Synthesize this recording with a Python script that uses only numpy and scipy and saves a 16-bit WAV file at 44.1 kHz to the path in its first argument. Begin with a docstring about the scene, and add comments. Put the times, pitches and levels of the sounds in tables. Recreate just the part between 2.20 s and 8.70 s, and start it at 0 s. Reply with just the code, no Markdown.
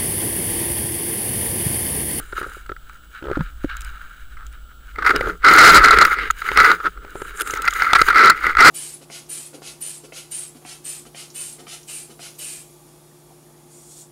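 """Gritty rubbing over a low wind rumble: a small camera is dragged through dry grass and over rock.
Grit rubs and strikes its plastic shell, which rings right at the microphone; dull bumps swing the
hollow body, and stalks swish, crackle and snap in the air. From about halfway the hardest scrapes
overdrive the input. Wind rocks the microphone port; the electronics add hiss and two thin whistles."""
import sys
import numpy as np
from scipy.fft import rfft, irfft, next_fast_len
from scipy.io import wavfile
from scipy.ndimage import map_coordinates

SR = 44100
rng = np.random.default_rng(int(sys.argv[2]) if len(sys.argv) > 2 else 0)


def master_out(mix):
    """Clip the mix to full scale and print it as 16-bit PCM to the path in sys.argv[1]."""
    frames = np.transpose(np.atleast_2d(mix))
    ceiling = np.clip(frames, -1, 1)
    pcm = np.round(ceiling * 32767).astype(np.int16)
    wavfile.write(sys.argv[1], SR, pcm)


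N = 286650

# The drag, one list a pass: time_s, shell_rub_db, grass_db
DRAG_PASSES = [
    [(0, -33.5, -56), (.07, -59, -59), (.15, -42, -54), (.18, -35, -45.5), (.23, -38, -55), (.35, -44, -52),
     (.44, -64, -62), (.51, -41, -69), (.55, -67, -74), (.62, -60, -64)],
    [(.65, -60, -66), (.69, -50, -60), (.88, -67, -70), (.98, -38.5, -58), (1.01, -44, -67),
     (1.1, -35, -63), (1.15, -33, -62), (1.18, -41.5, -60), (1.21, -28, -60), (1.24, -46.5, -60),
     (1.29, -48, -60), (1.34, -63, -70)],
    [(1.41, -53, -60.5), (1.47, -60, -58.5), (1.51, -34.5, -63.5), (1.62, -47, -54), (1.77, -42.5, -58),
     (2.05, -66, -65), (2.15, -57, -69), (2.23, -38, -70), (2.31, -79, -71), (2.35, -40, -62),
     (2.41, -72, -80), (2.51, -52, -71), (2.59, -74, -76), (2.7, -55, -60.5)],
    [(2.73, -61, -58), (2.76, -36, -68), (2.84, -28.5, -62), (2.9, -17.5, -44), (2.94, -27, -54),
     (3.09, -25.5, -47), (3.13, -35.5, -53.5), (3.19, -68, -68)],
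    [(3.22, -38.5, -70), (3.25, -6.5, -66), (3.3, -4, -36), (3.52, -1, -22.5), (3.57, 0.5, -24),
     (3.6, -12.5, -43), (3.65, -10.5, -42), (3.69, -9, -45), (3.73, -3.5, -35), (3.77, -15, -48),
     (3.89, -18.5, -33.5), (3.94, -17.5, -37), (3.96, -27.5, -65), (4.02, -29, -49.5), (4.09, -38, -53),
     (4.13, -53, -71)],
    [(4.15, -53, -56), (4.18, -45, -47), (4.3, -23.5, -42.5), (4.36, -16.5, -46), (4.38, -9.5, -43),
     (4.51, -13.5, -37), (4.57, -33, -55), (4.62, -37, -50), (4.67, -13.5, -54), (4.7, -55, -47)],
    [(4.75, -52.5, -74), (4.96, -40, -59.5), (5.17, -40.5, -51), (5.21, -21, -29), (5.24, -44, -61),
     (5.28, -29.5, -39), (5.37, -37, -45.5), (5.4, -32, -51)],
    [(5.46, -29, -42), (5.5, -32, -46), (5.59, -24.5, -37.5), (5.63, -20, -41.5), (5.68, -24.5, -46),
     (5.76, -24.5, -47), (5.82, -16.5, -39), (5.85, -32, -35), (5.89, -14.5, -31.5), (5.93, -24, -55),
     (5.97, -13.5, -40), (5.99, -5, -38), (6.02, -7.5, -37), (6.07, -3, -51), (6.11, -11.5, -48),
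     (6.125, -21, -49), (6.145, -27, -67.5)],
    [(6.17, -27, -48), (6.27, -21, -43), (6.32, -18, -50), (6.35, -35, -70), (6.395, -5.5, -40),
     (6.45, 2.5, -27), (6.5, -2.5, -31)],
]
# The shell's main ring: pitch_hz, width_hz, level_db
SHELL_MODES = [(1346.7, 264, 0), (1479, 354, -17.5), (1045, 540, -22.5), (580, 260, -28),
               (3350, 1040, -28.5)]
# The shell's bright upper ring: pitch_hz, width_hz, level_db
BRIGHT_MODES = [(2038, 315, 15.5), (2540, 580, -46), (3900, 160, -16.5), (4554, 1070, -7.5),
                (7060, 4700, -22.5)]
# Colour of airborne sound at the microphone port: pitch_hz, width_hz, level_db
PORT_MODES = [(4880, 370, -3.5), (6850, 1140, -2.5), (9460, 1200, -5), (11740, 1500, -13.5),
              (15550, 18000, -8.5)]
BITE_S = 0.00099  # attack of a crack, a snap or the panel's hum


def amp(db):
    return 10 ** (np.asarray(db) / 20)


def unit_rms(x):
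    return x / np.sqrt(np.mean(x ** 2) + 1e-20)


def curves(rows):
    """One smooth lane of automation for each column after the time."""
    times, *columns = np.vstack(rows).T
    return [np.interp(np.arange(N) / SR, times, column) for column in columns]


def wobble(rate_hz):
    """A smooth random drift, rate_hz turning points a second."""
    points = rng.standard_normal(int(N * rate_hz / SR) + 4)
    return map_coordinates(points, [np.arange(N) * rate_hz / SR])


def swell(start_s, hold_s, level_db, rise_db_per_s, fall_db_per_s):
    """Gain that rises until start_s, holds and falls away."""
    t = np.arange(N) / SR - start_s
    return amp(level_db + rise_db_per_s * np.minimum(t, 0) - fall_db_per_s * np.maximum(t - hold_s, 0))


def filtered(x, response):
    """x through a complex frequency response."""
    size = next_fast_len(x.shape[-1] + SR // 10)
    return irfft(rfft(x, size) * response(np.fft.rfftfreq(size, 1 / SR)), size)[..., :x.shape[-1]]


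def coloured_noise(spectrum):
    """Noise of rms 1, shaped by (pitch_hz, level_db) points."""
    pitch_hz, level_db = np.transpose(spectrum)
    tilt = lambda hz: amp(np.interp(np.log(hz + 1), np.log(pitch_hz + 1), level_db))
    return unit_rms(filtered(rng.standard_normal(N), tilt))


def ringing(x, modes):
    """x through steep resonances (each passed twice); white noise keeps its rms."""
    def response(f):
        bands = sum(amp(db) * (1j * f * width / (hz * hz - f * f + 1j * f * width)) ** 2
                    for hz, width, db in modes)
        return bands / np.sqrt(np.mean(np.abs(bands) ** 2))
    return filtered(x, response)


def grit(per_s, spread_db, smooth):
    """Tiny impacts of uneven size over a share of smooth noise, rms 1."""
    size = amp(spread_db * np.minimum(rng.exponential(size=N), 4)) * rng.standard_normal(N)
    grains = unit_rms(size * (rng.random(N) < per_s / SR))
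    return unit_rms(grains + smooth * rng.standard_normal(N))


def burst(envelope, modes):
    """One puff of noise rung through resonances, peak 1."""
    sound = ringing(envelope * rng.standard_normal(len(envelope)), modes)
    return sound / np.abs(sound).max()


def add(track, start_s, sound):
    part = track[round(start_s * SR):][:len(sound)]
    part += sound[:len(part)]


def ground_tone():
    """The tone of the ground under the shell, stepping from patch to patch."""
    # start_s, bright_db and body_db (over the rub), swish_db (over the grass)
    patches = [(0, -30, -11, 9), (.62, -25, -40, 8.5), (1.01, -19, -3, 3), (1.13, -22, -23, 7),
               (1.4, -33, -45, 12), (2.72, -12, -13, 3), (2.93, -17, -3, 2), (3.19, -8.5, -18, 13),
               (3.6, -9.5, -16, 6), (3.878, -11, -28, 6.5), (3.96, -3, -11.5, 17.5), (4.14, -9, -16, 9.5),
               (4.57, -23, -16, 5), (4.73, -17, -7.5, 12), (5.16, -13, -13, 7), (5.44, -6.5, -20, 5.5),
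               (5.86, -6, -16.5, 5), (6.14, -5.5, -18.5, 11.5), (6.35, -7.5, -19.5, 7)]
    starts, *columns = np.transpose(patches)
    current = np.searchsorted(starts, np.arange(N) / SR, "right") - 1
    return [column[current] for column in columns]


def shell_rub():
    """Rubbing stutters as the shell catches and slips on grit, ringing its walls and hollow body."""
    # The hollow body: pitch_hz, width_hz, level_db
    body_modes = [(409, 97, 4), (336, 147, 2), (173, 29.6, -1), (107, 37, -8)]
    rub_db, _ = curves(DRAG_PASSES)
    bright_db, body_db, _ = ground_tone()
    stutter = amp(rub_db + 2.5 * wobble(25) + 2.5 * wobble(70))
    rattle = amp(body_db + 1.5 * wobble(15))
    ring = ringing(stutter * grit(1500, spread_db=4, smooth=1), SHELL_MODES)
    bright = ringing(stutter * amp(bright_db) * grit(1500, spread_db=4, smooth=1), BRIGHT_MODES)
    body = ringing(stutter * rattle * grit(800, spread_db=3, smooth=1), body_modes)
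    return ring + bright + body


def wind():
    """Slow buffeting of the microphone port."""
    # Wind strength: time_s, level_db
    gusts = [(0.0, -32.5), (0.98, -49.5), (1.18, -28), (1.86, -37), (1.92, -38), (2.19, -36.5), (2.23, -39),
             (3.08, -34.5), (3.11, -42.5), (3.55, -25), (4.27, -44), (4.4, -33), (4.54, -39.5),
             (5.77, -42.5), (5.83, -32.5), (6.19, -42.5), (6.43, -31), (6.5, -34)]
    # Rumble spectrum: pitch_hz, level_db
    rumble = [(12, -8.5), (27, -14.5), (46, -3), (58, -9.5), (70, -47), (100, -34), (200, -52), (400, -92)]
    level_db, = curves(gusts)
    return amp(level_db + 2 * wobble(7.3)) * coloured_noise(rumble)


def electronics():
    """A noise floor and two whistles whose pitch wavers."""
    # Whistles: pitch_hz, level_db, waver_hz
    tones = [(7736, -70, 25), (15470, -64, 5)]
    # Hiss spectrum: pitch_hz, level_db
    hiss = [(80, 7), (250, -3), (1100, -15), (1400, 9.5), (1800, -41), (3000, -6.5), (5000, -21),
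            (16500, -20)]
    whistles = sum(amp(db + 5) * np.sin(2 * np.pi * np.cumsum(hz + waver_hz * wobble(60)) / SR)
                   for hz, db, waver_hz in tones)
    return amp(-51.5) * coloured_noise(hiss) + whistles


def grass():
    """Stalks swish and crackle densely; the larger ones snap singly."""
    # Soft tufts swiping the shell: start_s, hold_s, level_db
    swipes = [(0.157, 0.016, -46), (0.7, .005, -56), (0.95, 0.036, -42), (1.26, 0.016, -43),
              (1.496, 0.047, -36), (1.57, 0.026, -40), (2.173, .01, -62), (2.345, .02, -60),
              (2.959, 0.0044, -21), (3.992, 0.044, -30.5), (5.484, .006, -40), (5.607, .01, -29),
              (5.88, 0.014, -21)]
    # Colour of soft stalks: pitch_hz, width_hz, level_db
    swish_modes = [(1520, 384, 13), (2190, 370, 4.5), (2830, 410, 2.5), (3827, 280, 0.5)]
    # Stalks breaking: start_s, level_db, pitch_hz
    snaps = [(0.1994, -28, 9100), (0.2294, -32, 9070), (0.2694, -32, 9900), (0.2962, -34, 9300),
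             (0.463, -35, 8100), (0.693, -37, 7740), (1.567, -22, 7200), (1.607, -23.5, 8750),
             (1.6168, -23.5, 7040), (1.6464, -26, 8570), (2.2655, -31.5, 6860), (2.326, -36, 9170),
             (2.961, -11, 4970), (3.8503, -3, 5460), (4.108, -8.5, 6800), (5.018, -24.5, 7140),
             (5.1724, -25, 6830), (5.199, -18, 9400), (5.2089, -8.5, 9400), (5.217, -9.5, 11400),
             (5.274, -17, 7540), (5.3073, -11.5, 6230), (5.3374, -15.5, 6280), (5.3504, -21, 6280),
             (5.3717, -18.5, 6200), (5.4197, -16, 8000), (5.4518, -19, 6740), (5.5068, -15, 6840),
             (5.536, -14, 7010), (5.7327, -19, 5900), (5.786, -14, 9000), (5.903, -17, 5900),
             (6.058, -8, 5330), (6.1, 1, 7260)]
    _, grass_db = curves(DRAG_PASSES)
    *_, swish_db = ground_tone()
    tufts = sum(swell(*swipe, rise_db_per_s=1500, fall_db_per_s=1000) for swipe in swipes)
    flutter = amp(3 * wobble(30))
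    crackle = ringing(flutter * amp(grass_db) * grit(1500, spread_db=5, smooth=0.89), PORT_MODES)
    swish_gain = flutter * (amp(grass_db + swish_db) + tufts)
    swish = ringing(swish_gain * grit(1200, spread_db=1, smooth=0.8), swish_modes)
    out = crackle + swish
    t = np.arange(SR // 40) / SR
    snap_envelope = amp(-60 * t / 0.011) * (1 - np.exp(-t / BITE_S))
    for start_s, level_db, pitch_hz in snaps:
        stalk_modes = [(pitch_hz, 1200, 4), (3200, 2500, -1)]
        add(out, start_s, amp(level_db - 2.5) * burst(snap_envelope, stalk_modes + PORT_MODES))
    return out


def fine_blades():
    """Fine blades slide past the port with a soft, airy hiss."""
    # Each slide: start_s, hold_s, level_db
    slides = [(0.0, 0.39, -57.5), (4.955, 0.13, -50.5), (5.17, 0.047, -42.5), (5.267, 0.054, -41)]
    # Three high bands of hiss: pitch_hz, width_hz, level_db
    air_bands = [(7600, 940, 5.5), (8800, 1600, 5.5), (10900, 920, 2)]
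    gain = sum(swell(*slide, rise_db_per_s=600, fall_db_per_s=600) for slide in slides)
    return ringing(gain * amp(1.2 * wobble(17)) * rng.standard_normal(N), air_bands)


def stone_scuffs():
    """A stone bites the shell at once, drags for some milliseconds and lets go abruptly."""
    # Hard scuffs: start_s, level_db, bright_db (over the main ring), length_s
    scuffs = [(0.124, -16.5, -32, 0.01), (0.165, -17.5, -29, 0.015), (0.177, -9, -30, 0.0061),
              (0.214, -12.5, -33, 0.0051), (0.229, -13.5, -29, 0.0099), (0.242, -15, -25, 0.0044),
              (0.317, -23, -14, 0.0053), (0.346, -21, -24, 0.0092), (0.461, -27, -15, 0.0032),
              (0.493, -15.5, -31, 0.0066), (0.518, -17, -29, 0.0031), (0.5636, -23.5, -9, 0.0031),
              (0.696, -24.5, -16, 0.001), (1.026, -22.5, -28, 0.0051), (1.131, -13, -23, 0.0032),
              (1.207, -30, -28, 0.0058), (1.435, -23.5, -33, 0.01), (1.8133, -20.5, -30, 0.0049),
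              (2.169, -25, -9, 0.012), (2.758, -22.5, 1, 0.0048), (2.785, -11.5, -8.5, 0.013),
              (2.823, -7.5, -30, 0.01), (2.8477, -4.5, -9, 0.011), (2.8627, 4.5, -4.5, 0.022),
              (2.892, 4.5, -16, 0.0069), (2.904, 2, -7.5, 0.009), (2.962, -12.5, -17, 0.02),
              (3.008, -20.5, 10.5, 0.0075), (3.095, -8, -23, 0.015), (3.2443, 6.5, -6.5, 0.011),
              (3.621, 1, -22, 0.0023), (3.707, 12.5, -14, 0.0067), (3.786, 12.5, -10, 0.0023),
              (3.812, 13.5, -14.5, 0.016), (3.85, 5, -5.5, 0.0061), (3.913, -8.5, 1, 0.015),
              (3.9864, -7.5, -6, 0.0078), (4.1018, 1, -14, 0.0064), (4.217, -9.5, -8, 0.006),
              (4.2584, -11, -23, 0.012), (4.2872, -4, -2.5, 0.0067), (4.34, -25, -6, 0.0034),
              (4.373, 10.5, -1.5, 0.0027), (4.4016, 10, -7.5, 0.0018), (4.443, 6, -3.5, 0.025),
              (4.515, 9, -29, 0.0045), (4.6, -12, -27, 0.012), (4.665, -6, -21, 0.0028),
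              (4.773, -22.5, -21, 0.0067), (5.017, -18.5, -11, 0.007), (5.048, -22, -22, 0.0061),
              (5.272, -15, -27, 0.016), (5.335, -13, 1, 0.0063), (5.3566, -11.5, -13, 0.034),
              (5.443, -7, -24, 0.0044), (5.4768, 3, -2, 0.0086), (5.527, -12, -25, 0.008),
              (5.597, -12, 1, 0.014), (5.6199, 6.5, -9.5, 0.0031), (5.6445, -9, 1, 0.0092),
              (5.695, -4.5, -24, 0.012), (5.7327, 10.5, -10.5, 0.0019), (5.7505, 10, -10.5, 0.017),
              (5.791, 0, -5.5, 0.014), (5.8147, 12, -6, 0.0063), (5.876, -17, -12, 0.0053),
              (5.884, 6, -20, 0.0048), (5.9, 4, -14, 0.013), (5.927, -5.5, -6, 0.0097),
              (5.945, -4, -0.5, 0.009), (5.98, 1, 0, 0.0047), (6.097, 16.5, -27, 0.0089),
              (6.163, -21, -21, 0.0084), (6.21, -16, -35, 0.0082), (6.2662, -0.5, 0.5, 0.0024),
              (6.351, -5, -11, 0.002), (6.369, 4, -12, 0.0027), (6.384, 1, -10, 0.0089)]
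    out, t = np.zeros(N), np.arange(SR // 15) / SR
    for start_s, level_db, bright_db, length_s in scuffs:
        envelope = np.exp(-(t / max(length_s, 0.001)) ** 4) + 0.69 * np.exp(-t / 0.0033)
        ring = burst(envelope, SHELL_MODES)
        bright = amp(bright_db) * burst(envelope, BRIGHT_MODES)
        air_crack = amp(bright_db - 20.5) * burst(envelope * (1 - np.exp(-t / BITE_S)), PORT_MODES)
        add(out, start_s, amp(level_db - 5.5) * (ring + bright + air_crack))
    return out


def knocks():
    """A bump swings the hollow body, shoves the capsule, sets a flat panel humming and taps the shell."""
    # Dull bumps: start_s, level_db, pitch_hz, tap_db (relative to level_db)
    bumps = [(0.128, -27, 394, -26), (0.182, -28, 407, -33), (0.212, -25, 393, -15), (0.228, -28, 376, -36),
             (0.263, -28.5, 396, -29), (0.367, -35, 390, -35), (0.495, -26.5, 386, -35),
             (0.515, -26, 380, -31), (1.112, -19, 400, -26), (1.17, -14, 294, -22), (1.191, -22, 158, -20),
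             (1.205, -17, 168, -10), (1.443, -12.5, 292, -25), (2.783, -26, 396, -13),
             (2.909, -19, 376, -13), (3.007, -19, 513, -5.5), (3.07, -18, 404, -11.5), (3.915, -35, 396, 3),
             (4.314, -21.5, 400, -4.5), (4.648, -27.5, 410, -15), (4.846, -34.5, 400, -7),
             (4.953, -23, 395, -12.5), (5.017, -23, 400, -11.5), (5.222, -31, 396, -23),
             (5.335, -23, 415, -21), (5.729, -23, 571, 1), (5.813, -12.5, 440, -6), (6.264, -26, 417, -13)]
    # Colour of the tap: pitch_hz, width_hz, level_db
    tap_modes = [(525, 350, 1), (902, 740, 3), (1290, 203, 5.5), (2140, 690, -17.5), (2980, 340, -9.5)]
    # One creak: seven quick slips, each a little harder, in the same columns as the bumps
    creak = [(1.0225 + slip * 0.015 + 0.0008 * rng.normal(), -28 + slip * 1.46,
              386 + 60 * rng.normal(), -14) for slip in range(7)]
    out, t = np.zeros(N), np.arange(SR // 15) / SR
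    panel_hz, panel_t60_s, swing_cycles = 512, 0.038, 9
    panel = amp(-15 - 60 * t / panel_t60_s) * (1 - np.exp(-t / BITE_S)) * np.sin(2 * np.pi * panel_hz * t)
    shove = amp(-5 - 60 * t / 0.013) * np.sin(2 * np.pi * 105 * t)
    for start_s, level_db, pitch_hz, tap_db in bumps + creak:
        envelope = amp(-60 * t * pitch_hz / swing_cycles) * (1 - np.exp(-t / 0.001))
        swing = envelope * np.sin(2 * np.pi * pitch_hz * t)
        thud = amp(level_db + 7) * (swing + shove + panel)
        tap = amp(level_db + tap_db + 13) * burst(t * np.exp(-t / 0.0004), tap_modes)
        add(out, start_s + 0.001496, thud + np.roll(tap, SR // 700))  # the tap lands 1.4 ms later
    return out


def scene():
    camera = shell_rub() + stone_scuffs() + knocks()
    return (camera + grass() + fine_blades() + wind() + electronics())[None]


def record(dry):
    """The input stage clips flat; the very top rolls off and ends at a hard limit."""
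    ceiling, rolloff_hz, limit_hz = 0.68, 15750, 16350
    clipped = dry[0] / (1 + np.abs(dry[0] / ceiling) ** 8) ** (1 / 8)
    high_cut = lambda hz: (hz < limit_hz) * amp(-25 * np.clip((hz - rolloff_hz) / 300, 0, 1))
    return filtered(clipped, high_cut)[None]


dry = scene()
out = record(dry)
master_out(out)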